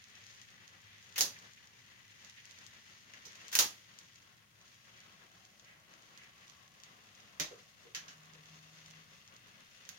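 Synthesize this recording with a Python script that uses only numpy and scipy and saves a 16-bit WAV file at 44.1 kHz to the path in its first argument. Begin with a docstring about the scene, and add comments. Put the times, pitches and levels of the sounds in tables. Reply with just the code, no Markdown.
"""Small wheels hiss and tick as model freight cars roll slowly past a stereo microphone at trackside.
Now and then slack runs through the train: a sharp rattling clack rings in the hollow plastic shells
and the small room. Rough treads keep the cars and the baseboard droning, flanges brush the rail and
specks crackle under the wheels. Late on, a jolt thumps the board; near the end it hums briefly."""
import sys
import numpy as np
from scipy import signal
from scipy.fft import rfft, irfft, next_fast_len
from scipy.io import wavfile

SR = 44100
rng = np.random.default_rng(int(sys.argv[2]) if len(sys.argv) > 2 else 0)


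def digitize_waveform(pressure):
    """Quantize a signal to 16-bit integers and store it at the path in sys.argv[1].

    Rows of a 2-D input are taken as channels; values are limited to [-1, 1].
    """
    field = np.atleast_2d(pressure).T
    bounded = np.clip(field, -1, 1)
    quanta = np.round(bounded * 32767).astype(np.int16)
    wavfile.write(sys.argv[1], SR, quanta)


N = 440118
TIME = np.arange(N) / SR
FFT_SIZE = next_fast_len(N, True)
FFT_HZ = np.fft.rfftfreq(FFT_SIZE, 1 / SR)
LEFT_RIGHT = np.array([[.5], [-.5]])  # splits a pan_db between the microphones; positive is left

# Jolts of the cars, heard from trackside:
# start_s, level_db, bass_db, middle_db, top_db, pan_db, ring_db, lower_note_hz, upper_note_hz
JOLTS = [(1.1584, -46, -1.5, 4, -6, 13, 3.5, 2040, 2750), (1.179, -35, -1, -2.5, 2.5, 11, 3, 1740, 3600),
         (1.2077, -19.5, -3.5, -8.5, -2.5, -2, -6.5, 4800, 6100),
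         (3.136, -52, -11, 7.5, -12, 5, -8, 1920, 2820),
         (3.252, -47.5, -5, -13, -10.5, -5, -1.5, 2000, 5700),
         (3.516, -48.5, -5, -2, -6, -3, -0.5, 1175, 3300),
         (3.5268, -43.5, -4, 1.5, -1, 10, 5.5, 1660, 3300),
         (3.5521, -22.5, -8, -1.5, 1, -1.5, -7.5, 1600, 2650),
         (3.5884, -19.5, -5, -4.5, -2, -7, -2, 1190, 3250),
         (7.398, -28, -1.5, -1, -9.5, -8, -4, 2060, 3800),
         (7.9475, -37.5, -10, 0.5, -12.5, -7, -1, 1660, 3250),
         (8.08, -53, -14.5, 0.5, -17, -6, 1.5, 1570, 2930),
         (9.89, -39.5, -13, -2, -5, -10.5, -13.5, 1560, 6640)]
# Tone shared by all jolts: frequency_hz, gain_db
JOLT_SPECTRUM = [(30, -35.5), (100, -7.5), (250, -4.5), (700, -6), (1100, -5), (1700, -6.5), (2800, -3.5),
                 (4000, -3.5), (5500, -0.5), (6800, -0.5), (7400, -8), (9000, -10.5), (11500, -5),
                 (16000, -6.5)]
def clacks(trim_db=-0.84, ring_trim_db=1.5, note_width_hz=400, hard_db=-21.5, lift_per_db=0.184):
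    """Slack runs through the cars: a hard jolt shakes a whole shell, a light one favours two notes."""
    out = np.zeros((2, N))
    for start, db, bass, middle, top, pan, ring, lower, upper in JOLTS:
        tone = [(600, bass), (1100, (bass + middle) / 2), (1500, middle), (2400, middle),
                (3800, 0), (6500, 0.0077), (9500, top)]
        hit = strike(pan, ring + ring_trim_db, chatter_s=0.00098)
        lift_db = 3.5 + lift_per_db * (hard_db - db)

        def colour_db(hz):
            notes = lift_db * (bell(hz, lower, note_width_hz) + 0.73 * bell(hz, upper, note_width_hz))
            uneven = 1.2 * ripple(hz) / (1 + (hz / 9000) ** 4)
            return spectrum(JOLT_SPECTRUM, hz) + spectrum(tone, hz) + notes + uneven

        add(out, start, amp(db + trim_db) * through_shell(hit, colour_db))
    return out


def strike(pan_db, ring_db, chatter_s, echo_db=-16, echoes=6, lag_s=.0004, thin_hz=700, size=24576):
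    """A brief chatter of contact, first bounces off the board and cars, then the ring-out."""
    out = amp(ring_db) * ring_out(size)
    t = np.arange(512) / SR
    envelope = t / chatter_s * np.exp(-t / chatter_s)
    contact = envelope * rng.standard_normal(len(t))
    for _ in range(3):  # a hard contact is short and excites all frequencies evenly
        contact = np.sqrt(envelope) * irfft(np.exp(1j * np.angle(rfft(contact))))
    pole = np.exp(-2 * np.pi * thin_hz / SR)
    contact = signal.lfilter([1, -1], [1, -pole], contact)  # small parts radiate little bass
    contact *= np.sqrt(.0025 * SR / np.sum(contact ** 2))  # same energy for every contact
    for mic, gain in enumerate(sides(pan_db)[:, 0]):
        channel = out[mic:mic + 1]
        far = (mic == 0) == (pan_db < 0)  # the far microphone hears it later
        add(channel, lag_s * far, gain * contact[None])
        for delay_s, sign in zip(rng.uniform(.003, .012, echoes), rng.choice([-1, 1], echoes)):
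            add(channel, delay_s, sign * gain * amp(echo_db) * contact[None])
    return out


# Decay of the cars and the small room around them: frequency_hz, t60_s
RING_DECAY = [(150, 0.25), (500, 0.28), (1500, 0.27), (3000, 0.25), (6000, 0.22), (9000, 0.22),
              (15000, 0.18)]
# Side from which that ring reaches the microphones: frequency_hz, pan_db
RING_PAN = [(150, 3), (300, 2.5), (600, 0.5), (1200, -0.5), (2400, 0.5), (4500, -3), (8000, -1.5),
            (13000, -0.5)]
def ring_out(size, late_db=-32, late_t60_s=0.64, build_s=0.0015, bass_build_cycles=4.1):
    """Dense reflections: treble arrives at once and dies first, bass builds up slowly."""
    t, hz = axes(size)
    field = diffuse(hz) * amp(spectrum(RING_PAN, hz) * LEFT_RIGHT)
    noise, out = rfft(unit(irfft(field))), 0
    centres = [f for f, _ in RING_DECAY]
    for (f, t60), pick in zip(RING_DECAY, np.eye(len(RING_DECAY))):
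        band = irfft(noise * spectrum(np.c_[centres, pick], hz))
        fall = np.hypot(amp(-60 * t / t60), amp(late_db - 60 * t / late_t60_s))
        rise_s = build_s + bass_build_cycles / f * (f < 1000)
        out = out + band * fall * (1 - np.exp(-t / rise_s))
    return out


# Resonances of wheels and plastic shells: centre_hz, width_hz, lift_db
SHELL_MODES = [(1864, 400, 2.5), (2650, 160, 2), (3380, 490, 1), (4550, 230, 0.5), (5120, 280, 1),
               (6040, 310, 3.5), (6550, 210, 4.5)]
def shell_db(hz):
    """Wheels and shells lift their own bands in the clicks and the hiss."""
    return sum(db * bell(hz, centre, width) for centre, width, db in SHELL_MODES)


def through_shell(x, colour_db, size=4096):
    """A click rings through a tone curve and the shell modes, its loudness set by the 3-7 kHz band."""
    _, hz = axes(size)
    gain = amp(colour_db(hz) + shell_db(hz))
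    gain /= np.sqrt(np.mean(gain ** 2 * ((hz > 3000) & (hz < 7000))))
    log_gain = np.log(np.r_[gain, gain[-2:0:-1]] + 1e-6)
    taps = np.fft.ifft(np.exp(np.conj(signal.hilbert(log_gain)))).real  # minimum phase
    return signal.oaconvolve(x, taps[None, :size // 2], axes=1)[:, :x.shape[1]]


# Rolling noise as the cars pass the microphones: time_s, hiss_db, drone_db
ROLL_LEVELS = [(0.0, -61, -73), (1.06, -60.5, -69), (1.44, -59.5, -68), (1.68, -62.5, -71),
               (2.52, -59, -71.5), (3.08, -61.0, -68), (3.32, -57, -68.5), (4.56, -67.5, -74.5),
               (4.8, -63, -70.5), (5.32, -63.3, -70.5), (5.48, -65, -70.5), (6.34, -63, -69.7),
               (7.8, -62.5, -69), (8.32, -60, -67.5), (8.72, -62, -69.5), (8.92, -57.3, -66.5),
               (9.08, -62, -69.4), (9.98, -59.5, -71.5)]
# Wheel hiss, car-body drone and the layout's rumble, each: frequency_hz, gain_db
HISS_SPECTRUM = [(300, -17.5), (900, -19), (1400, -6), (2000, 2), (2400, -2.5), (2900, -1), (4100, -4),
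                 (6800, -7), (7400, -19), (8500, -20), (11000, -30), (16000, -30)]
DRONE_SPECTRUM = [(60, -40), (180, 6.5), (280, -1), (380, -2.5), (600, -1.5), (800, -3), (1150, 3),
                  (1600, 0.5), (3000, -28)]
RUMBLE_SPECTRUM = [(15, -18), (40, -15.5), (70, -9), (105, -0.5), (160, -3), (240, -8.5), (400, -28),
                   (1500, -27)]
# Where the rolling sits between the microphones: frequency_hz, pan_db
ROLL_PAN = [(100, 0.5), (250, 3.5), (700, 4.5), (1400, 2), (2100, 3), (2800, 9), (4400, 2.5), (6500, -2.5),
            (9000, 3), (15000, -2)]
def rolling(hiss_trim_db=-0.26, drone_trim_db=0.87, near_db=-8, lag_s=0.000419):
    """Rough treads on rail excite wheels, car bodies and board, unevenly as the wheels turn."""
    pan_db = spectrum(ROLL_PAN, FFT_HZ) * LEFT_RIGHT
    delay = np.exp(-2j * np.pi * FFT_HZ * np.array([[0], [lag_s]]))  # the nearest wheels are on the left

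    def noise(table, lift_db=0):
        field = diffuse(FFT_HZ) + amp(near_db) * diffuse(FFT_HZ)[0] * delay
        return unit(waveform(field * amp(spectrum(table, FFT_HZ) + lift_db + pan_db)))

    hiss_db, drone_db = curves(ROLL_LEVELS)
    surge = drift(8.6)
    hiss = noise(HISS_SPECTRUM, shell_db(FFT_HZ))
    hiss *= amp(hiss_db + hiss_trim_db + 0.85 * surge + 1.44 * drift(122))
    # the long cars' ring dies away as they leave
    hiss = lifted(hiss, bell(FFT_HZ, 1960, 320), lift_db=2.5 - 0.51 * TIME)
    # the wheels rub harder and softer, mostly in the treble
    treble = FFT_HZ ** 4 / (FFT_HZ ** 4 + 4000 ** 4)
    hiss = lifted(hiss, treble, lift_db=2 * drift(3.5))
    drone = noise(DRONE_SPECTRUM) * amp(drone_db + drone_trim_db + 2.5 * surge)
    rumble = noise(RUMBLE_SPECTRUM) * amp(-73 + 0.3041 * TIME)
    return hiss + drone + rumble


def passing_sides(x, depth_db=1.77, cars=7):
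    """Reflections off the moving car sides comb the sound; the comb changes from car to car."""
    hz, t, frames = signal.stft(x, SR, nperseg=2048)
    place = t / t[-1] * (cars - 1)
    fades = [np.sqrt(np.maximum(1 - abs(place - car), 0)) for car in range(cars)]
    comb = sum(fade * ripple(hz, longest_s=.014)[:, None] for fade in fades)
    band = ((hz > 250) & (hz < 7000))[:, None]
    return signal.istft(frames * amp(depth_db * comb * band), SR, nperseg=2048)[1][:, :N]


# Wheel taps that stand out at trackside: start_s, level_db, pan_db
WHEEL_TAPS = [(0.4152, -53.5, 7), (0.6779, -56, -9), (2.2464, -53, -15), (2.2968, -52.5, -20),
              (2.4537, -53, 8), (2.5098, -53, -10), (2.665, -50.5, 19), (3.355, -55, -10),
              (3.4812, -48.5, 10), (3.9874, -49.5, 8), (5.003, -57, 2), (5.452, -60, 3),
              (6.1749, -52.5, -14), (6.4977, -54, -25), (6.835, -51, 4), (8.909, -55.5, -15),
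              (9.2764, -56.5, 5)]
# Tone of a small contact on the rail: frequency_hz, gain_db
TAP_SPECTRUM = [(100, -33), (1000, -16.5), (2000, -9), (3200, -2), (4600, -1.5), (6000, 0), (6900, 0),
                (7700, -9.5), (10000, -14), (16000, -18)]
def ticks(trim_db=2.5, hard_db=-46, top_per_db=.8):
    """Single wheels tap drily over flaws in the rail; the harder, the brighter."""
    out = np.zeros((2, N))
    for start, db, pan in list(WHEEL_TAPS) + faint_taps():
        tap = strike(pan, ring_db=-14, chatter_s=0.00083, size=8192)
        tone = [(6500, 0), (9000, 2 + top_per_db * (db - hard_db))]
        tap = through_shell(tap, lambda hz: spectrum(TAP_SPECTRUM, hz) + spectrum(tone, hz))
        add(out, start, amp(db + trim_db) * tap)
    return out


def faint_taps(per_s=3.1, lift_db=3.5, spread_db=1.7, pan_spread_db=10, candidates=60):
    """Fainter taps fall at random and follow the hiss level; rows like WHEEL_TAPS."""
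    when, chance = rng.random((2, candidates))
    softness, side = rng.standard_normal((2, candidates))
    hiss_db = curves(ROLL_LEVELS)[0][(when * N).astype(int)]
    rows = np.c_[when * N / SR, hiss_db + lift_db - spread_db * softness, pan_spread_db * side]
    return list(rows[chance < per_s * N / SR / candidates])


# Modes of the board under the track: pitch_hz, relative_db, t60_s
BOARD_MODES = [(42, -16, 0.33), (163, 4.5, 0.16), (288, 4.5, 0.11), (608, 1.5, 0.13), (804, -12, .1)]
def board_thump(start_s=7.402, gain_db=-45, rise_s=0.0097):
    """One heavy jolt sets the baseboard's modes ringing."""
    t = np.maximum(TIME - start_s, 0)
    modes = sum(amp(db - 60 * t / t60) * np.sin(2 * np.pi * f * t) for f, db, t60 in BOARD_MODES)
    return amp(gain_db) * modes * (1 - np.exp(-t / rise_s))


def board_hum(on_s=8.2, off_s=8.98, pitch_hz=156, waver_hz=1.5, peak_db=-65.5, flutter_db=2):
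    """One mode of the board hums: it rises, swells slowly and dies."""
    turns = np.cumsum(pitch_hz + waver_hz * drift(7)) / SR
    swell_db = peak_db + 2 * (TIME - off_s)
    fade_db = 47 * np.maximum(on_s - TIME, 0) + 65 * np.maximum(TIME - off_s, 0)
    envelope = amp(swell_db - fade_db + flutter_db * drift(16))
    return envelope * unit(np.sin(2 * np.pi * turns)) * sides(pan_db=2)


# Soft knocks from the passing cars: start_s, level_db, pitch_hz
BODY_KNOCKS = [(3.261, -68, 435), (7.511, -49, 477), (7.848, -56, 443), (8.34, -62.5, 465)]
def knocks(t60_s=0.27, rise_s=0.0042, width_hz=140, size=16384):
    """A hollow car body rings dully in one narrow band."""
    out = np.zeros((2, N))
    t, hz = axes(size)
    for start, db, pitch in BODY_KNOCKS:
        body = unit(irfft(diffuse(hz) * bell(hz, pitch, width_hz)))
        add(out, start, amp(db) * body * (1 - np.exp(-t / rise_s)) * amp(-60 * t / t60_s))
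    return out


# Flange rubs, spread across both microphones: start_s, length_s, level_db, centre_hz
FLANGE_RUBS = [(0.118, .1, -62, 2980), (0.83, 0.21, -63.5, 2800), (1.356, 0.021, -55.5, 2014),
               (1.566, 0.024, -59, 2600), (2.363, 0.047, -56.5, 2610), (4.928, 0.14, -63, 2700),
               (5.631, 0.13, -61, 2100), (6.132, 0.17, -60.5, 2120), (6.401, .07, -63, 2200),
               (6.83, .06, -64, 2800)]
def flange_scrapes(size=16384):
    """Flanges brush the rail in short swells of rough friction."""
    out = np.zeros((2, N))
    t, hz = axes(size)
    colour = amp(spectrum(HISS_SPECTRUM, hz) + shell_db(hz))
    for start, length, db, centre in FLANGE_RUBS:
        rub = unit(irfft(diffuse(hz) * colour * bell(hz, centre, width=centre)))
        age = t / (length / 2)  # 1 at the crest of the swell
        add(out, start, amp(db) * rub * age * np.exp((1 - age ** 2) / 2))
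    return out


# Air notes of the later cars, a little to the left: pitch_hz, level_db
HOLLOW_NOTES = [(585, -85), (735, -82.5), (1120, -81.5)]
def body_notes(boom_hz=107, near_s=4.6, rise_s=0.22, wander_db=4.5):
    """The board's boom fades as the head of the train leaves; hollow cars ring as they draw near."""
    def note(pitch_hz, width_hz):
        return unit(waveform(diffuse(FFT_HZ) * bell(FFT_HZ, pitch_hz, width_hz)))

    boom = amp(-71 - 2 * TIME) * note(boom_hz, width_hz=30)
    hollow = sum(amp(db + wander_db * drift(1)) * note(f, width_hz=130) for f, db in HOLLOW_NOTES)
    arrival = np.clip((TIME - near_s) / rise_s, 0, 1)
    return boom + hollow * arrival * sides(pan_db=3)


def grit(per_s=40, level_db=-73):
    """Specks on the rails crackle under the many wheels, following the hiss level."""
    strength = amp(3.6 * np.minimum(rng.exponential(1, (2, N)), 3))
    specks = strength * rng.choice([-1, 1], (2, N)) * (rng.random((2, N)) < per_s / SR)
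    click = strike(pan_db=0, ring_db=-15, chatter_s=0.00033, size=8192)
    crackle = signal.oaconvolve(specks, click, axes=1)[:, :N]
    crackle = through_shell(crackle, lambda hz: spectrum(TAP_SPECTRUM, hz))
    return amp(level_db) * unit(crackle * amp(curves(ROLL_LEVELS)[0]))


def microphone_hiss(level_db=-78):
    """Steady self-noise, the same whether wheels are near or far."""
    return amp(level_db) * rng.standard_normal((2, N))


# How alike the room sounds at the two microphones: frequency_hz, coherence
MIC_COHERENCE = [(50, 0.43), (130, 0.8), (290, 0.57), (640, 0.27), (1400, -0.2), (3000, -0.033),
                 (16000, -0.024)]
def diffuse(hz):
    """Spectra of diffuse noise at the left and right microphones."""
    a, b, c, d = rng.standard_normal((4, len(hz)))
    same = np.clip(spectrum(MIC_COHERENCE, hz), -1, 1)
    left = a + 1j * b
    return np.array([left, same * left + np.sqrt(1 - same ** 2) * (c + 1j * d)])


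def ripple(hz, longest_s=.008, count=24):
    """Comb of rms 1 that nearby surfaces put on a spectrum."""
    cycles = (hz * rng.uniform(0.001026, longest_s) + rng.random() for _ in range(count))
    return unit(sum(np.cos(2 * np.pi * c) for c in cycles))


def drift(rate_hz):
    """Random wander of rms 1."""
    return unit(waveform(rfft(rng.standard_normal(FFT_SIZE)) * np.exp(-(FFT_HZ / rate_hz) ** 2)))


def lifted(x, band, lift_db):
    """Raises or lowers one band by a level that changes in time."""
    return x + (amp(lift_db) - 1) * waveform(rfft(x, FFT_SIZE) * band)


def bell(hz, centre, width):
    """Height of a resonance, 1 at its centre."""
    return 1 / (1 + (2 * (hz - centre) / width) ** 2)


def spectrum(points, hz):
    """Interpolates a table on a log-frequency axis."""
    f, value = np.transpose(points)
    return np.interp(np.log(hz + 1), np.log(f + 1), value)


def curves(rows):
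    """Each column of a time table, sample by sample."""
    times, *columns = np.transpose(rows)
    return [np.interp(TIME, times, column) for column in columns]


def axes(size):
    return np.arange(size) / SR, np.fft.rfftfreq(size, 1 / SR)


def waveform(bins):
    return irfft(bins, FFT_SIZE)[..., :N]


def sides(pan_db):
    """Left and right gains of constant power."""
    return unit(amp(pan_db * LEFT_RIGHT))


def amp(db):
    return 10 ** (np.asarray(db) / 20)


def unit(x):
    """Scales to rms 1."""
    return x / np.sqrt(np.mean(x ** 2) + 1e-20)


def add(mix, start_s, sound):
    part = mix[:, max(round(start_s * SR), 0):][:, :sound.shape[1]]
    part += sound[:, :part.shape[1]]


def scene():
    """From beside the track: a rolling bed, loud jolts, the board beneath and small ticks."""
    bed = passing_sides(rolling() + flange_scrapes()) + body_notes() + grit() + microphone_hiss()
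    return bed + clacks() + knocks() + board_thump() + board_hum() + ticks()


def record(dry):
    """The trackside camera's stereo microphone cuts off at 16.1 kHz."""
    lowpass = signal.firwin(511, 16100, window=("kaiser", 9), fs=SR)
    return signal.oaconvolve(dry, lowpass[None], "same")


dry = scene()
out = record(dry)
digitize_waveform(out)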